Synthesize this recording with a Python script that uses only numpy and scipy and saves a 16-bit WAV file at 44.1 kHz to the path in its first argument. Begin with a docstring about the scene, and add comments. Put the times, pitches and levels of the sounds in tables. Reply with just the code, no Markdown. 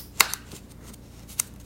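"""A light brush of skin, then the lid of a small hollow plastic case catches and snaps shut, close by.
The case knocks once more; later a fingertip slips off an edge with a thin double click.
Each contact rings the thin shell and the hollow body. In between, fingers rub and shift the case
with stick-slip friction, and the hand bumps and drags on a wooden table.
A faint hum and rumble lie underneath, in a quiet room with a short echo."""
import sys
import numpy as np
from scipy import signal
from scipy.fft import rfft, irfft
from scipy.io import wavfile

SR = 44100
rng = np.random.default_rng(int(sys.argv[2]) if len(sys.argv) > 2 else 0)


def wav_out(sig):
    """Save sig, one row per channel (or a flat mono array), as 16-bit PCM at SR to the path in sys.argv[1]."""
    wavfile.write(sys.argv[1], SR, np.round(np.clip(np.atleast_2d(sig).T, -1, 1) * 32767).astype(np.int16))


N = 72765


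def from_db(db):
    """Decibels to gain."""
    return 10 ** (np.asarray(db) / 20)


def unit_rms(x):
    """Scale to unit rms."""
    return x / np.sqrt(np.mean(x ** 2) + 1e-20)


def seconds():
    """Time of every sample."""
    return np.arange(N) / SR


def at_hz(points, hz, column=1):
    """Interpolate a table column over log frequency."""
    table = np.array(points)
    return np.interp(np.log(hz + 1e-9), np.log(table[:, 0]), table[:, column])


def coloured(x, spectrum, tilt_db_per_octave=0):
    """Apply a spectrum and a tilt; unit rms out."""
    hz = np.arange(N // 2 + 1) * SR / N
    octaves = np.log2(np.maximum(hz, 20) / 6000)
    gain = from_db(at_hz(spectrum, hz) + tilt_db_per_octave * octaves)
    return unit_rms(irfft(rfft(x) * gain, N))


def impulses(times_s, levels_db):
    """One impulse per contact."""
    hits = np.zeros(N)
    hits[np.round(times_s * SR).astype(int)] = from_db(levels_db)
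    return hits


def stroke(peak_s, level_db, rise_s, hold_s, fall_s):
    """Envelope of one movement, held from peak_s; rise and fall each span 20 dB."""
    t = seconds() - peak_s
    rising = np.maximum(-t, 0) / rise_s
    falling = np.maximum(t - hold_s, 0) / fall_s
    return from_db(level_db - 20 * (rising + falling))


def ring(x, hz, t60_s):
    """Damped mode; a unit impulse rings at amplitude 1."""
    radius, angle = from_db(-60 / (t60_s * SR)), 2 * np.pi * hz / SR
    return signal.lfilter([1, 0, -1], [1, -2 * radius * np.cos(angle), radius ** 2], x + 1e-18) / 2


def resonance(x, hz, width_hz):
    """Band-pass with peak gain independent of width."""
    t60_s = np.log(1000) / (np.pi * width_hz)
    return 2 * np.pi * width_hz / SR * ring(x, hz, t60_s)


def friction(grains_per_s=3000, spread_db=6, hiss_share=0.7):
    """Stick-slip grains of uneven size over smooth hiss."""
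    sizes = from_db(spread_db * np.minimum(rng.exponential(1, N), 4)) * rng.choice([-1, 1], N)
    grains = unit_rms(sizes * (rng.random(N) < grains_per_s / SR))
    return np.sqrt(1 - hiss_share) * grains + np.sqrt(hiss_share) * rng.standard_normal(N)


# Motor partials: pitch_hz, rms_db
MOTOR_HUM = [(58.5, -51), (87, -55), (117.6, -53.5), (203.8, -62.5), (232.5, -62), (290, -61.5)]
# Rumble and hiss: freq_hz, relative_db
FLOOR_SPECTRUM = [(20, -9), (35, -7), (55, 2.5), (100, -4.5), (190, 2), (300, -7.5), (450, -8),
                  (700, -16.5), (1500, -23.5), (3000, -29.5), (6000, -31), (15000, -33)]


def background(floor_db=-49.5):
    """Hum of a distant motor over room rumble and hiss."""
    hum = sum(np.sqrt(2) * from_db(db) * np.sin(2 * np.pi * (hz * seconds() + rng.random()))
              for hz, db in MOTOR_HUM)
    return hum + from_db(floor_db) * coloured(rng.standard_normal(N), FLOOR_SPECTRUM)


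# Diffuse field: freq_hz, echo_gain_db, t60_s
ROOM_ECHO = [(200, -6.5, .38), (600, -12.5, 0.3), (1500, -13, 0.6), (3200, -10.5, .42), (7500, -12, 0.31),
             (14440, -11.5, 0.15)]


def room_bands(onset_s=0.0021):
    """Yield centre_hz, noise and decay envelope for each band of the diffuse field."""
    t, hz = seconds(), np.arange(N // 2 + 1) * SR / N
    white = rfft(rng.standard_normal(N))
    edges_hz = np.geomspace(100, 18000, 27)
    for low, high in zip(edges_hz, edges_hz[1:]):
        centre_hz = np.sqrt(low * high)
        noise = irfft(white * ((hz >= low) & (hz < high)), N)
        t60_s = at_hz(ROOM_ECHO, centre_hz, column=2)
        decay = from_db(-60 * t / t60_s) * (1 - np.exp(-t / onset_s))
        gain = from_db(at_hz(ROOM_ECHO, centre_hz)) / np.sqrt(np.sum(decay ** 2))
        yield centre_hz, noise, gain * decay


# Body radiation into the room: freq_hz, gain_db
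BODY_SEND = [(100, -4.5), (400, 17), (1000, 24), (1500, 27), (2200, 18), (2800, 22.5), (3300, 14.5),
             (4300, 20), (6000, 14.5), (9000, 5.5), (16000, 7)]
# Shell radiation into the room: freq_hz, gain_db
SHELL_SEND = [(100, -19), (1000, -13), (3000, -3), (4500, -2), (6500, 4.5), (10000, 3.5), (16000, 0)]


def room(contacts, handling, handling_send=0.6):
    """Each contact adds energy to a smooth dying echo; handling noise echoes in the same room."""
    times_s, shell_db, body_db = np.transpose(contacts)[:3]
    tail, response = 0, 0
    for centre_hz, noise, decay in room_bands():
        body = impulses(times_s, body_db + at_hz(BODY_SEND, centre_hz))
        shell = impulses(times_s, shell_db + at_hz(SHELL_SEND, centre_hz))
        energy = signal.fftconvolve(body ** 2 + shell ** 2, decay ** 2)[:N]
        tail += noise * np.sqrt(np.abs(energy))
        response += noise * decay
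    return tail + handling_send * signal.fftconvolve(handling, response)[:N]


# Hand drags: peak_s, level_db, rise_s, hold_s, fall_s
DRAG_STROKES = [(0.847, -50.5, .140, 0.056, 0.043), (1.198, -58.5, 0.096, 0.041, .080)]
# Skin on wood: freq_hz, relative_db
DRAG_SPECTRUM = [(100, 1.5), (400, 4), (800, -5.5), (1300, -1.5), (1650, -13), (2050, -4), (2600, -22),
                 (8000, -28)]


def hand_drags():
    """The hand sticks and slips across the table."""
    return sum(stroke(*drag) for drag in DRAG_STROKES) * coloured(friction(), DRAG_SPECTRUM)


# Table bumps: peak_s, level_db, rise_s, hold_s, fall_s
BUMP_STROKES = [(0.202, -32, 0.0022, 0.0054, .020), (0.529, -37.5, 0.00088, 0.009, 0.013),
                (0.904, -46.5, .004, 0.0046, 0.022)]
# Wooden top: freq_hz, relative_db
WOOD_SPECTRUM = [(60, -8.5), (170, 0.5), (300, -4), (440, 2.5), (620, -16.5), (1300, -25.5), (2500, -40),
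                 (8000, -57.5)]


def table_bumps():
    """Soft bumps draw dull thuds from the wood."""
    return sum(stroke(*bump) for bump in BUMP_STROKES) * coloured(rng.standard_normal(N), WOOD_SPECTRUM)


# Brush fade: time_s, level_db
BRUSH_ENVELOPE = [(0.0, -36), (0.025, -43), (0.074, -52), (0.12, -61), (0.191, -81.5)]
# Airy skin noise: freq_hz, relative_db
BRUSH_SPECTRUM = [(500, -9), (2200, -14.5), (4300, -9), (5200, 0.5), (6200, -9), (7400, -13), (8600, -9.5),
                  (10500, -8.5), (11900, -2), (13500, -5.5), (16000, -4)]


def skin_brush():
    """Skin brushes lightly past as the grip changes."""
    times_s, level_db = np.transpose(BRUSH_ENVELOPE)
    envelope = from_db(np.interp(seconds(), times_s, level_db))
    return envelope * coloured(rng.standard_normal(N), BRUSH_SPECTRUM)


# Case shifts: peak_s, level_db, rise_s, hold_s, fall_s
SLIDE_STROKES = [(0.232, -44, 0.016, 0.0098, 0.032), (0.301, -39, .05, 0.034, 0.029)]
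# Sliding case resonances: pitch_hz, width_hz, relative_db
SLIDE_MODES = [(1480, 580, -5), (2630, 470, -7), (3800, 350, 2.5), (4380, 450, 2.5), (7300, 380, -3),
               (9300, 500, -6.5), (11400, 540, -10.5), (12900, 520, -10.5)]


def case_slides():
    """Friction drives the resonances of the case as it shifts under the fingers."""
    grain = friction()
    ringing = sum((-1) ** k * from_db(db) * resonance(grain, hz, width_hz)
                  for k, (hz, width_hz, db) in enumerate(SLIDE_MODES))
    return sum(stroke(*slide) for slide in SLIDE_STROKES) * unit_rms(ringing)


# Finger rubs: peak_s, level_db, rise_s, hold_s, fall_s, tilt_db_per_octave, hollow_hz
RUB_STROKES = [(0.197, -41, 0.064, 0.0078, .010, -2.5, 7300), (0.48, -51, .060, 0.015, 0.058, -3, 7300),
               (0.515, -48.5, 0.013, 0.013, 0.045, -2, 9200),
               (0.551, -44.5, 0.019, 0.016, 0.017, 0.5, 7300),
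               (0.575, -51, 0.017, 0.012, 0.037, -1.5, 2600), (0.635, -61, 0.035, 0.013, .040, -2, 7350),
               (0.719, -48, 0.034, 0.0029, .006, -1, 8860), (0.846, -54, .050, .012, 0.098, 0, 6560),
               (0.88, -48, 0.021, 0.019, 0.013, -0.5, 8240), (0.941, -42, 0.017, 0.0029, 0.0037, 1.5, 8400),
               (1.037, -60, 0.027, 0.023, .060, -3, 5600), (1.146, -55.5, 0.12, 0.09, 0.036, -2.5, 5460),
               (1.297, -42.5, 0.022, 0.033, 0.047, 1, 11160),
               (1.378, -54.5, .010, 0.015, 0.0081, -3, 12000),
               (1.395, -32, 0.015, 0.0014, 0.0058, 1.5, 11500), (1.406, -62, 0.0081, 0.013, 0.096, 0, 6200),
               (1.471, -50, .020, .010, .015, 6, 8360), (1.601, -50.5, .004, 0.01, 0.023, -0.5, 6580),
               (1.645, -60, .030, .010, .030, -1, 8400)]
# Skin on plastic: freq_hz, relative_db
RUB_SPECTRUM = [(300, -8.5), (1000, -5.5), (1700, -8.5), (2300, -3), (3100, -0.5), (3900, -1), (4800, -3),
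                (6400, -0.5), (7700, -3), (8700, 1), (10000, -5), (12000, -4), (14000, -6), (16000, -5.5)]


def finger_rubs(modes, ring_db=-11, ring_width_hz=170, hollow_db=-11, hollow_width_hz=260):
    """Skin friction stirs the case modes; the hollow under the hand colours each stroke."""
    grain, rubs = friction(), 0
    ringing = unit_rms(sum(resonance(grain, hz, ring_width_hz) for hz, _, _ in modes))
    rubbed = grain + from_db(ring_db) * ringing
    for *movement, tilt, hollow_hz in RUB_STROKES:
        hollow = from_db(hollow_db) * unit_rms(resonance(grain, hollow_hz, hollow_width_hz))
        rubs += stroke(*movement) * unit_rms(coloured(rubbed, RUB_SPECTRUM, tilt) + hollow)
    return rubs


def struck(modes, times_s, levels_db, scatter_db=1):
    """Each contact rings all modes, with slight random scatter in strength."""
    offsets_db = scatter_db * rng.standard_normal((len(times_s), len(modes)))
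    return sum((-1) ** k * ring(impulses(times_s, levels_db + db + offsets_db[:, k]), hz, t60_s)
               for k, (hz, db, t60_s) in enumerate(modes))


# Case contacts: start_s, shell_db, body_db, crack_db, tick_db, tick_hz
CONTACTS = [(0.1974, -11, -32, -34, -13, 7300), (0.2, -12, -48, -32, -22, 7200),
            (0.202, -12, -38, -24, -16, 7400), (0.2038, -6, -47, -21, -10, 9100),
            (0.2065, -2.5, 1.5, -4.5, 3, 7100), (0.2072, -27, -24, -25, 0.5, 4000),
            (0.3357, -6.5, -23, -30, -14.5, 6100), (0.3355, -14.5, -23, -20, -25, 6060),
            (0.5178, -38, -48, -43, -25.5, 4150), (0.7204, -48, -53, -52, -34, 8900),
            (0.937, -38, -56.5, -51, -31, 8400), (0.9447, -38, -51, -55, -37, 8370),
            (1.1945, -40, -44, -52, -36, 6030), (1.3944, -29, -35, -45, -20, 14500),
            (1.397, -27, -53, -33, -32, 9000), (1.398, -9, -45, -40, -0.5, 8500),
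            (1.3993, 0, -20, -17, -4, 9200), (1.5390, -39, -59, -52, -43, 13000),
            (1.561, -50, -50.5, -48, -55, 12000), (1.6007, -44, -53, -50, -42.5, 6700)]
# Thin shell and edges: pitch_hz, gain_db, t60_s
SHELL_MODES = [(6060, -15, .011), (6600, -11.5, .008), (7260, -26.5, .010), (8240, -17.5, 0.01),
               (9100, -20, .007), (10500, -24, 0.018), (11550, -20.5, 0.0099), (12200, -15.5, 0.0051),
               (15200, -26.5, .007)]
# Hollow body: pitch_hz, gain_db, t60_s
BODY_MODES = [(860, -11, 0.014), (1095, -7.5, .013), (1389, -11.5, .018), (2093, -4.5, 0.018),
              (2766, -6.5, 0.012), (3757, -11, 0.023), (4070, -4.5, 0.0032), (4486, -8, 0.015),
              (5100, -22.5, 0.0092), (6600, -19.5, 0.003), (7320, -15, 0.021)]
# Gritty crack: freq_hz, relative_db
CRACK_SPECTRUM = [(200, -10.5), (600, -7.5), (1500, -6.5), (4000, -4), (7000, -6.5), (10000, 1), (13000, 1),
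                  (16000, -10)]


def case_clicks(tick_t60_s=0.0017, crack_t60_s=0.011, low_cut_hz=660):
    """Hard plastic contacts: edge tick, brief crack, bright shell ring and hollow body ring."""
    times_s, shell_db, body_db, crack_db, tick_db, tick_hz = np.transpose(CONTACTS)
    ticks = sum(ring(impulses(start_s, db), hz, tick_t60_s)
                for start_s, db, hz in zip(times_s, tick_db, tick_hz))
    decay_per_sample = from_db(-60 / (crack_t60_s * SR))
    crack_envelope = signal.lfilter([1], [1, -decay_per_sample], impulses(times_s, crack_db) + 1e-18)
    crack = crack_envelope * coloured(rng.standard_normal(N), CRACK_SPECTRUM)
    shell = struck(SHELL_MODES, times_s, shell_db)
    body = struck(BODY_MODES, times_s, body_db)
    # A small case radiates little bass.
    radiation = signal.butter(4, low_cut_hz, "high", fs=SR, output="sos")
    return signal.sosfilt(radiation, ticks + shell + body + crack)


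def scene():
    """The handled case in its room, mono."""
    handling = finger_rubs(SHELL_MODES + BODY_MODES) + skin_brush() + case_slides()
    handling += table_bumps() + hand_drags()
    return (case_clicks() + handling + room(CONTACTS, handling) + background())[None]


def record(dry, cutoff_hz=16000):
    """The loudest snap overloads and clips; a steep low-pass cuts the top."""
    low_pass = signal.firwin(255, cutoff_hz, fs=SR)
    return signal.fftconvolve(np.clip(dry, -1, 1), low_pass[None], mode="same")


dry = scene()
out = record(dry)
wav_out(out)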